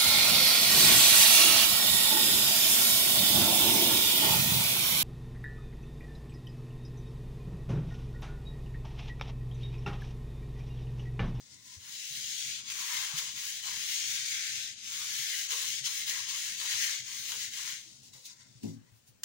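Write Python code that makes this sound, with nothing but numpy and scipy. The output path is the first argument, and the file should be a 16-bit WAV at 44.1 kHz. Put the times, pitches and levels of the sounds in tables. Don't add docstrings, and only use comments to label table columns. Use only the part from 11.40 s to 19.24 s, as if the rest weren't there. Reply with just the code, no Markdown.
import sys
import numpy as np
from scipy import signal
from scipy.fft import rfft, irfft, next_fast_len
from scipy.io import wavfile
from scipy.ndimage import uniform_filter1d, map_coordinates

SR = 44100
rng = np.random.default_rng(int(sys.argv[2]) if len(sys.argv) > 2 else 0)


def volts(x):
    e = np.asarray(x, float) / 20
    return 10 ** e


def unload_wav(signal):
    wavfile.write(
        sys.argv[1],
        SR,
        np.round(np.clip(np.atleast_2d(signal).T, -1, 1) * 32767).astype(np.int16),
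    )


N = 345811

# pitch_hz, level_db (per Hz)
FELT = [(1350, -50.5), (2300, -11), (2700, -4), (3220, -1), (3690, -1.5), (5420, -3), (6500, 1.5),
        (8070, -9), (9000, -13), (11700, -34), (19800, -120)]
# pitch_hz, level_db (per Hz)
DUST = [(6000, -19), (8000, -20), (9500, -2), (13900, -9), (14500, 0.5), (15700, 2)]


def unit(x):
    return x / np.sqrt(np.mean(x ** 2) + 1e-20)


def along(points, hz):
    f, v = np.transpose(points)
    return np.interp(np.log(hz + 1), np.log(f + 1), v)


def curves(rows):
    s, *cols = np.transpose(rows)
    return [np.interp(np.arange(N) / SR, s, c) for c in cols]


def wobble(rate):
    knots = rng.standard_normal(int(N * rate / SR) + 4)
    return map_coordinates(knots, [np.arange(N) * rate / SR])


def ramps(events):
    t = np.arange(N) / SR
    power = 0
    for s, db, up, hold, down in events:
        before, after = np.clip(s - t, 0, None), np.clip(t - s - hold, 0, None)
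        power = power + volts(db - up * before - down * after) ** 2
    return 10 * np.log10(power + 1e-14)


def filtered(x, response):
    m = next_fast_len(N + SR // 2)
    return irfft(rfft(x, m) * response(np.fft.rfftfreq(m, 1 / SR)), m)[..., :N]


def coloured(x, spectrum):
    return unit(filtered(x, lambda hz: volts(along(spectrum, hz))))


def resonance(hz, centre, width):
    return 1j * hz * width / (centre * centre - hz * hz + 1j * hz * width)


def resonant(x, modes):
    def ring(hz):
        return sum((-1) ** k * volts(db / 2) * resonance(hz, c, w) for k, (c, w, db) in enumerate(modes))
    return unit(filtered(x, lambda hz: ring(hz) ** 2))


def fibres(grit_db, clump_db, patchy_db):
    sizes = grit_db * rng.standard_normal(N) + clump_db * (wobble(180) + wobble(25))
    z = signal.stft(rng.standard_normal((3, N)), nperseg=1024)[2]
    field = uniform_filter1d(rng.standard_normal(z.shape), size=3, axis=1)
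    field = uniform_filter1d(field, size=6, axis=2)
    slips = signal.istft(z * volts(patchy_db * unit(field)), nperseg=1024)[1][:, :N]
    slips[0] *= unit(volts(sizes))
    return slips


def reach_ms():
    # time_s, left_lag_ms (how much later the left microphone hears it)
    swing_ends = [(.3, 1.02), (.7, 1.005), (1.23, .83), (1.72, 1.005), (2.1, 1.02), (3.25, .797),
                  (3.4, .797), (4.12, 1.04), (4.4, .94), (4.68, 1.01), (4.87, .965), (5.18, 1.04),
                  (5.63, .915), (6.05, 1.025), (6.4, .96), (6.9, 1.07)]
    s, ms = np.transpose(swing_ends)
    place = np.interp(np.arange(N) / SR, s, np.arange(len(s)))
    eased = np.floor(place) + (1 - np.cos(np.pi * (place % 1))) / 2
    return np.interp(eased, np.arange(len(s)), ms)


def delayed(x):
    left = map_coordinates(x, [np.arange(N) - reach_ms() * SR / 1000], mode="nearest")
    return np.array([left, x])


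def spread(tone, level_db, wet_db, t60):
    keep = volts(-120 / (t60 * SR))
    lingering = np.sqrt(signal.lfilter([1 - keep], [1, -keep], volts(level_db) ** 2))
    direct = delayed(volts(level_db) * tone[0])
    return (direct + volts(wet_db) * lingering * tone[1:]) / np.hypot(1, volts(wet_db))


def background(rubbing):
    # pitch_hz, level_db (per Hz)
    hum = [(15, -47), (25, -28.5), (91, -3.5), (134, 1.5), (160, -8.5), (199, -3), (387, -15), (405, -15),
           (800, -29), (1040, -28), (1760, -120)]
    # pitch_hz, level_db (per Hz)
    hiss = [(250, -8.5), (500, -7), (1000, -12.5), (1400, -11), (7100, -10.5), (9000, -13.5), (12300, -31),
            (14000, -28), (15000, -11)]
    lumps_db = 2.2 * wobble(7) + 2.2 * wobble(16)
    rumble = unit(volts(lumps_db) * coloured(rng.standard_normal((3, N)), hum))
    rumble = volts(-69) * (delayed(rumble[0]) + volts(-6) * rumble[1:])
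    loudness = np.sqrt(np.abs(uniform_filter1d(rubbing ** 2, size=4000)))
    ducking = 1 / (1 + loudness / volts(-36.5))
    patches = fibres(grit_db=0, clump_db=0, patchy_db=3.0)[1:]
    return rumble + volts(-67) * ducking * coloured(patches, hiss)


def rustle_db(column):
    # time_s, level_db, slope_s (per 10 dB), dull_db, fine_db (both re level)
    rustles = [(0.0, -59.5, .16, -11, -14), (.13, -54.5, .05, -14, -16), (.2, -63, .08, -10, -20),
               (.27, -53, .06, -12, -9), (.345, -51, .04, -8, -12), (.44, -61, .05, -7, -20),
               (.31, -56, .04, -8, -12), (6.48, -57, .12, -20, -12), (6.57, -61.5, .08, -28, -14),
               (6.67, -59, .04, -22, -9), (6.9, -51, .028, -11, -16), (7.01, -60.5, .07, -6, -25),
               (7.11, -65.5, .1, -13, -20), (7.175, -64, .03, -19, -16), (7.29, -59, .04, -14, -7),
               (7.335, -61, .01, -14, -12), (7.475, -76, .04, 4, -8), (7.57, -76, .04, -15, 6)]
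    # time_s, level_db, fading_s (per 10 dB), dull_db, fine_db (both re level)
    touches = [(6.634, -55.5, .035, -30, -8), (6.737, -55, .14, -15, -8), (6.857, -46, .022, -30, -5),
               (7.234, -54.5, .045, -18, -8), (7.678, -66, .016, -20, 6)]
    rise_s = .012
    swells = [(row[0], row[1] + column(row), 10 / row[2], 0, 10 / row[2]) for row in rustles]
    contacts = [(row[0], row[1] + column(row), 10 / rise_s, 0, 10 / row[2]) for row in touches]
    return ramps(swells + contacts)


def sleeves():
    # pitch_hz, level_db (per Hz)
    cloth = [(1470, -43), (2500, -9.5), (3080, -8.5), (3580, -3), (6630, -1), (9000, -10.5), (11700, -34),
             (19800, -120)]
    level_db = rustle_db(lambda row: 0)
    dull_db = rustle_db(lambda row: row[3]) - level_db
    fine_db = rustle_db(lambda row: row[4]) - level_db
    slips = fibres(grit_db=2.0, clump_db=1.6, patchy_db=3)
    tone = coloured(slips, cloth) + volts(fine_db + 3) * coloured(slips, DUST)
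    tone += volts(dull_db - 3.0) * resonant(slips, [(1005, 110, -0.5), (1450, 270, -3), (2050, 500, 1.5)])
    return spread(tone, level_db + 2.5, wet_db=1.5, t60=.12)


def strokes():
    # time_s, speed_db (as felt hiss), flat_db (felt flatness as skin re hiss)
    sweep = [(.52, -45.5, -13), (.8, -41, -13), (1.08, -38, -12.5), (1.36, -40.5, -9.5),
             (1.57, -36.5, -7.5), (1.85, -40, -11.5), (2.12, -41.5, -10.5), (2.6, -36.5, -12.5),
             (3.0, -38, -8.5), (3.5, -40.5, -12), (3.97, -36.8, -7), (4.3, -37, -12.5), (4.6, -37.5, -8.5),
             (5.2, -38.5, -11.5), (5.42, -33.3, -5.5), (5.77, -43, -11), (6.02, -40, -10.5),
             (6.3, -40.8, -9)]
    # time_s, dip_db, slowing_s, pick_up_s, catch_db
    turns = [(1.23, 12.5, .055, .05, 0), (1.745, 4, .06, .02, 6.5), (1.935, 5.5, .035, .025, 1),
             (2.215, 5.5, .018, .015, 1), (3.35, 13.5, .05, .07, 0), (3.415, 5, .03, .04, 0),
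             (4.08, 8, .035, .015, 4), (4.418, 10, .025, .06, 10), (4.655, 5.5, .025, .012, 3.5),
             (4.855, 4.5, .04, .1, 5), (5.165, 6, .03, .03, 0), (5.63, 9.5, .05, .045, 0),
             (5.86, 0.5, .02, .03, 2.5), (6.1, 9, .025, .035, 0)]
    # time_s, board_db (re felt), hold_s, easing_db_per_s
    presses = [(.42, -19, .08, 250), (1.2, -23, .05, 100), (1.31, -16, .08, 50), (1.5, -14, .33, 130),
               (1.95, -21, .02, 100), (2.26, -15, .03, 130), (2.55, -34, .2, 80), (3.5, -21, .1, 65),
               (4.12, -14, .02, 140), (4.47, -22, .02, 120), (4.69, -21, .1, 60), (4.88, -16, .06, 90),
               (5.22, -19, .03, 90), (5.42, -27, .1, 120), (5.7, -19, .01, 120), (5.92, -13, .01, 170),
               (6.19, -17, .03, 90), (6.4, -24, .05, 100)]
    touch_s, settle_s, lift_s, lift_db_per_s = .36, .04, 6.33, 125
    catch_after_s, catch_s = .04, .015
    lean_db_per_s, light_db = 350, -42
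    t = np.arange(N) / SR

    slowing = lift_db_per_s * np.clip(t - lift_s, 0, None)
    catches = 0
    for s, dip_db, slow, fast, catch_db in turns:
        slowing += dip_db * np.exp(-np.abs(t - s) / np.where(t < s, slow, fast))
        catches = catches + catch_db * np.exp(-((t - s - catch_after_s) / catch_s) ** 2)
    speed_db, flat_db = curves([(touch_s, -84, -11), (touch_s + settle_s, -57, -11)] + sweep)
    felt_db = speed_db - slowing + catches
    panel_db = flat_db - .4 * slowing - .5 * catches + wobble(14)

    leans = [(s, db, lean_db_per_s, hold, ease) for s, db, hold, ease in presses]
    board_db = ramps([(0, light_db, 0, 0, 0)] + leans) - catches + 2.2 * wobble(25)

    reach = reach_ms()
    returning = np.clip(uniform_filter1d(np.gradient(reach) * SR, size=4000) / .35, 0, 1)
    dust_db = -8.7 + 25 * (reach - 1) + 5 * returning * (1.05 - reach) / .2
    dust_db = dust_db - .7 * slowing + 1.3 * wobble(14)
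    return felt_db, panel_db, board_db, dust_db


def eraser():
    # pitch_hz, width_hz, level_db
    panel = [(1570, 547, -2), (2124, 790, 3)]
    # pitch_hz, width_hz, level_db
    board = [(919, 109, 3.5), (1163, 750, -3)]
    # pitch_hz, width_hz, level_db
    sag = [(817, 108, 0)]
    felt_db, panel_db, board_db, dust_db = strokes()
    slips = fibres(grit_db=1.84, clump_db=1.04, patchy_db=2.5)
    absorbed = volts([[0], [-3], [-3]])
    tone = coloured(slips, FELT) + volts(dust_db + 3.7) * coloured(absorbed * slips, DUST)
    tone += volts(panel_db - 1.4) * resonant(slips, panel)
    tone += volts(board_db - 1.5) * resonant(slips, board)
    tone -= volts(1.55 * board_db - 4.5) * resonant(slips, sag)
    return spread(tone, felt_db + 2.0, wet_db=0.55, t60=0.093)


def bumps():
    # time_s, peak_db, pitch_hz, t60_s
    thuds = [(0.366, -47.5, 91.5, 0.12), (0.702, -56, 138.6, 0.17), (1.736, -43, 146, 0.091),
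             (2.3, -65, 127, 0.072), (3.167, -54.5, 133, 0.087), (3.787, -55, 130, 0.11),
             (4.407, -55, 134, 0.13), (4.804, -63, 96.9, 0.12), (5.342, -58, 103, 0.12),
             (5.588, -62, 123, 0.23), (6.455, -63, 330, 0.15), (6.745, -56, 130, 0.11),
             (7.09, -57, 130, 0.12), (7.152, -51, 127, 0.1), (7.519, -50.5, 107, 0.086),
             (7.686, -54.5, 124, 0.11)]
    out, t = np.zeros(N + SR), np.arange(SR // 3) / SR
    for s, db, hz, t60 in thuds:
        swell = volts(db + 8.5 - 60 * t / t60) * (1 - np.exp(-t / 0.011))
        out[round(s * SR):][:len(t)] += swell * np.sin(2 * np.pi * hz * t)
    return out[:N]


def scuffs():
    # time_s, peak_db, knock_db (hollow),
    # fine_db (both re peak)
    snags = [(1.3009, -24.5, -32, -15), (1.3064, -28, -28, -14), (1.3185, -27, -28, -16),
             (1.7894, -25, -18.5, -21), (2.2686, -30, -14, -17), (4.1071, -22, -17, -17),
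             (4.1187, -28, -20, -20), (4.1324, -25, -15, -24), (4.207, -28.5, -17, -20),
             (4.441, -33, -20, -17), (4.457, -35, -22, -17), (4.6778, -24, -18, -18),
             (4.6964, -22, -25, -21), (5.1217, -33, -24, -21), (5.2004, -25.5, -20, -19),
             (5.2144, -27, -29, -28), (5.2593, -26, -32, -20), (5.9189, -23, -20, -18),
             (6.136, -28, -23, -11), (6.7361, -41, -2, -11), (6.8565, -47, -25, -12),
             (7.2325, -41, -25, -4), (7.8344, -20.5, -17, -10), (7.8374, -19.5, -8, -12)]
    # pitch_hz, width_hz, level_db
    gap = [(500, 140, 2), (920, 510, -1.5)]
    blows, t = np.zeros((3, N + SR)), np.arange(SR // 8) / SR
    snap = volts(-60 * t / .003)
    for s, db, knock_db, fine_db in snags:
        knock = volts(knock_db - 60 * t / 0.16) * (1 - np.exp(-t / 0.008))
        shapes = [snap, volts(fine_db) * snap, knock]
        signs = np.sign(rng.standard_normal((3, len(t))))
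        blows[:, round(s * SR):][:, :len(t)] += volts(db) * signs * shapes

    def coarse(hz):
        return volts(along(FELT, hz) + 6) + volts(3) / (1 + (1200 / (hz + 1)) ** 6 + (hz / 2500) ** 4)

    def fine(hz):
        return volts(along(DUST, hz) + 11)

    def hollow(hz):
        return sum(volts(db) * resonance(hz, c, w) for c, w, db in gap) ** 2

    rough, dusty, knocking = blows[:, :N]
    return filtered(rough, coarse) + filtered(dusty, fine) + volts(-0.5) * filtered(knocking, hollow)


def table():
    # pitch_hz, level_db
    top_modes = [(108, -5.5), (161, -5.5), (222, -1), (269, -1.5), (312, -13), (350, -8.5), (416, -10)]
    # time_s, boom_db, fading_db_per_s
    landings = [
        (7.243, -30, 170),
        (7.335, -46, 30),
        (7.41, -65, 100),
    ]
    t = np.arange(N) / SR
    land_db_per_s, damped_s, damp_db_per_s = 1500, 7.382, 900
    first, rock, settle = [(s, db, land_db_per_s, 0, fade) for s, db, fade in landings]
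    damping_db = damp_db_per_s * np.clip(t - damped_s, 0, None)
    boom_db = np.maximum(ramps([first, rock]) - damping_db, ramps([settle]))
    slap_db = -21 - 90 * np.clip(t - 7.3, 0, .1)
    since = np.clip(t - 7.27, -.04, .2)
    boom = 0
    for hz, db in top_modes:
        mode_db = db - 0.51 * hz * since + 3.2 * wobble(30)
        cycles = hz * t + rng.random() + 0.19 * wobble(20)
        boom = boom + volts(mode_db) * np.sin(2 * np.pi * cycles)
    steady = boom / np.sqrt(np.abs(uniform_filter1d(boom ** 2, size=2200)) + 1e-9)
    slap = resonant(rng.standard_normal(N), [(503, 67, 5), (890, 350, -12)])
    return volts(boom_db - 3.0) * (steady + volts(slap_db - 1) * slap)


def paths(x, wet_db, size):
    # pitch_hz, t60_s
    walls = [(200, 0.35), (2000, 0.13), (10000, 0.067)]
    pieces = np.pad(x, (0, -N % size)).reshape(-1, 1, size)
    hz, t, z = signal.stft(rng.standard_normal((len(pieces), 2, SR // 7)), SR, nperseg=256)
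    tails = signal.istft(z * volts(-60 * t / along(walls, hz)[:, None]), SR, nperseg=256)[1]
    tails = tails / np.sqrt(np.mean(np.sum(tails ** 2, axis=2)))
    echoes = signal.fftconvolve(pieces, tails, axes=2)
    wet = np.zeros((2, N + 2 * SR))
    for k, echo in enumerate(echoes):
        wet[:, k * size + 130:][:, :echo.shape[1]] += echo
    return delayed(x) + volts(wet_db) * wet[:, :N]


def scene():
    rubbing = eraser()
    thuds = paths(bumps() + table(), wet_db=-13.5, size=40000)
    catches = paths(scuffs(), wet_db=-3.5, size=12000)
    return background(rubbing) + sleeves() + rubbing + thuds + catches


def low_pass(x):
    return signal.sosfilt(signal.butter(12, 17100, fs=SR, output="sos"), x)


def record(dry):
    # pitch_hz, level_db (left over right)
    port_tilt = [(60, 3), (300, 4.5), (700, 2.5), (1500, 6.5), (4500, 5.5), (7200, 7), (8300, -2),
                 (15000, -1.5)]

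    def colour(hz):
        return volts(np.outer([.5, -.5], along(port_tilt, hz))) * (hz < 15800)

    return low_pass(filtered(dry, colour))


dry = scene()
out = record(dry)
unload_wav(out)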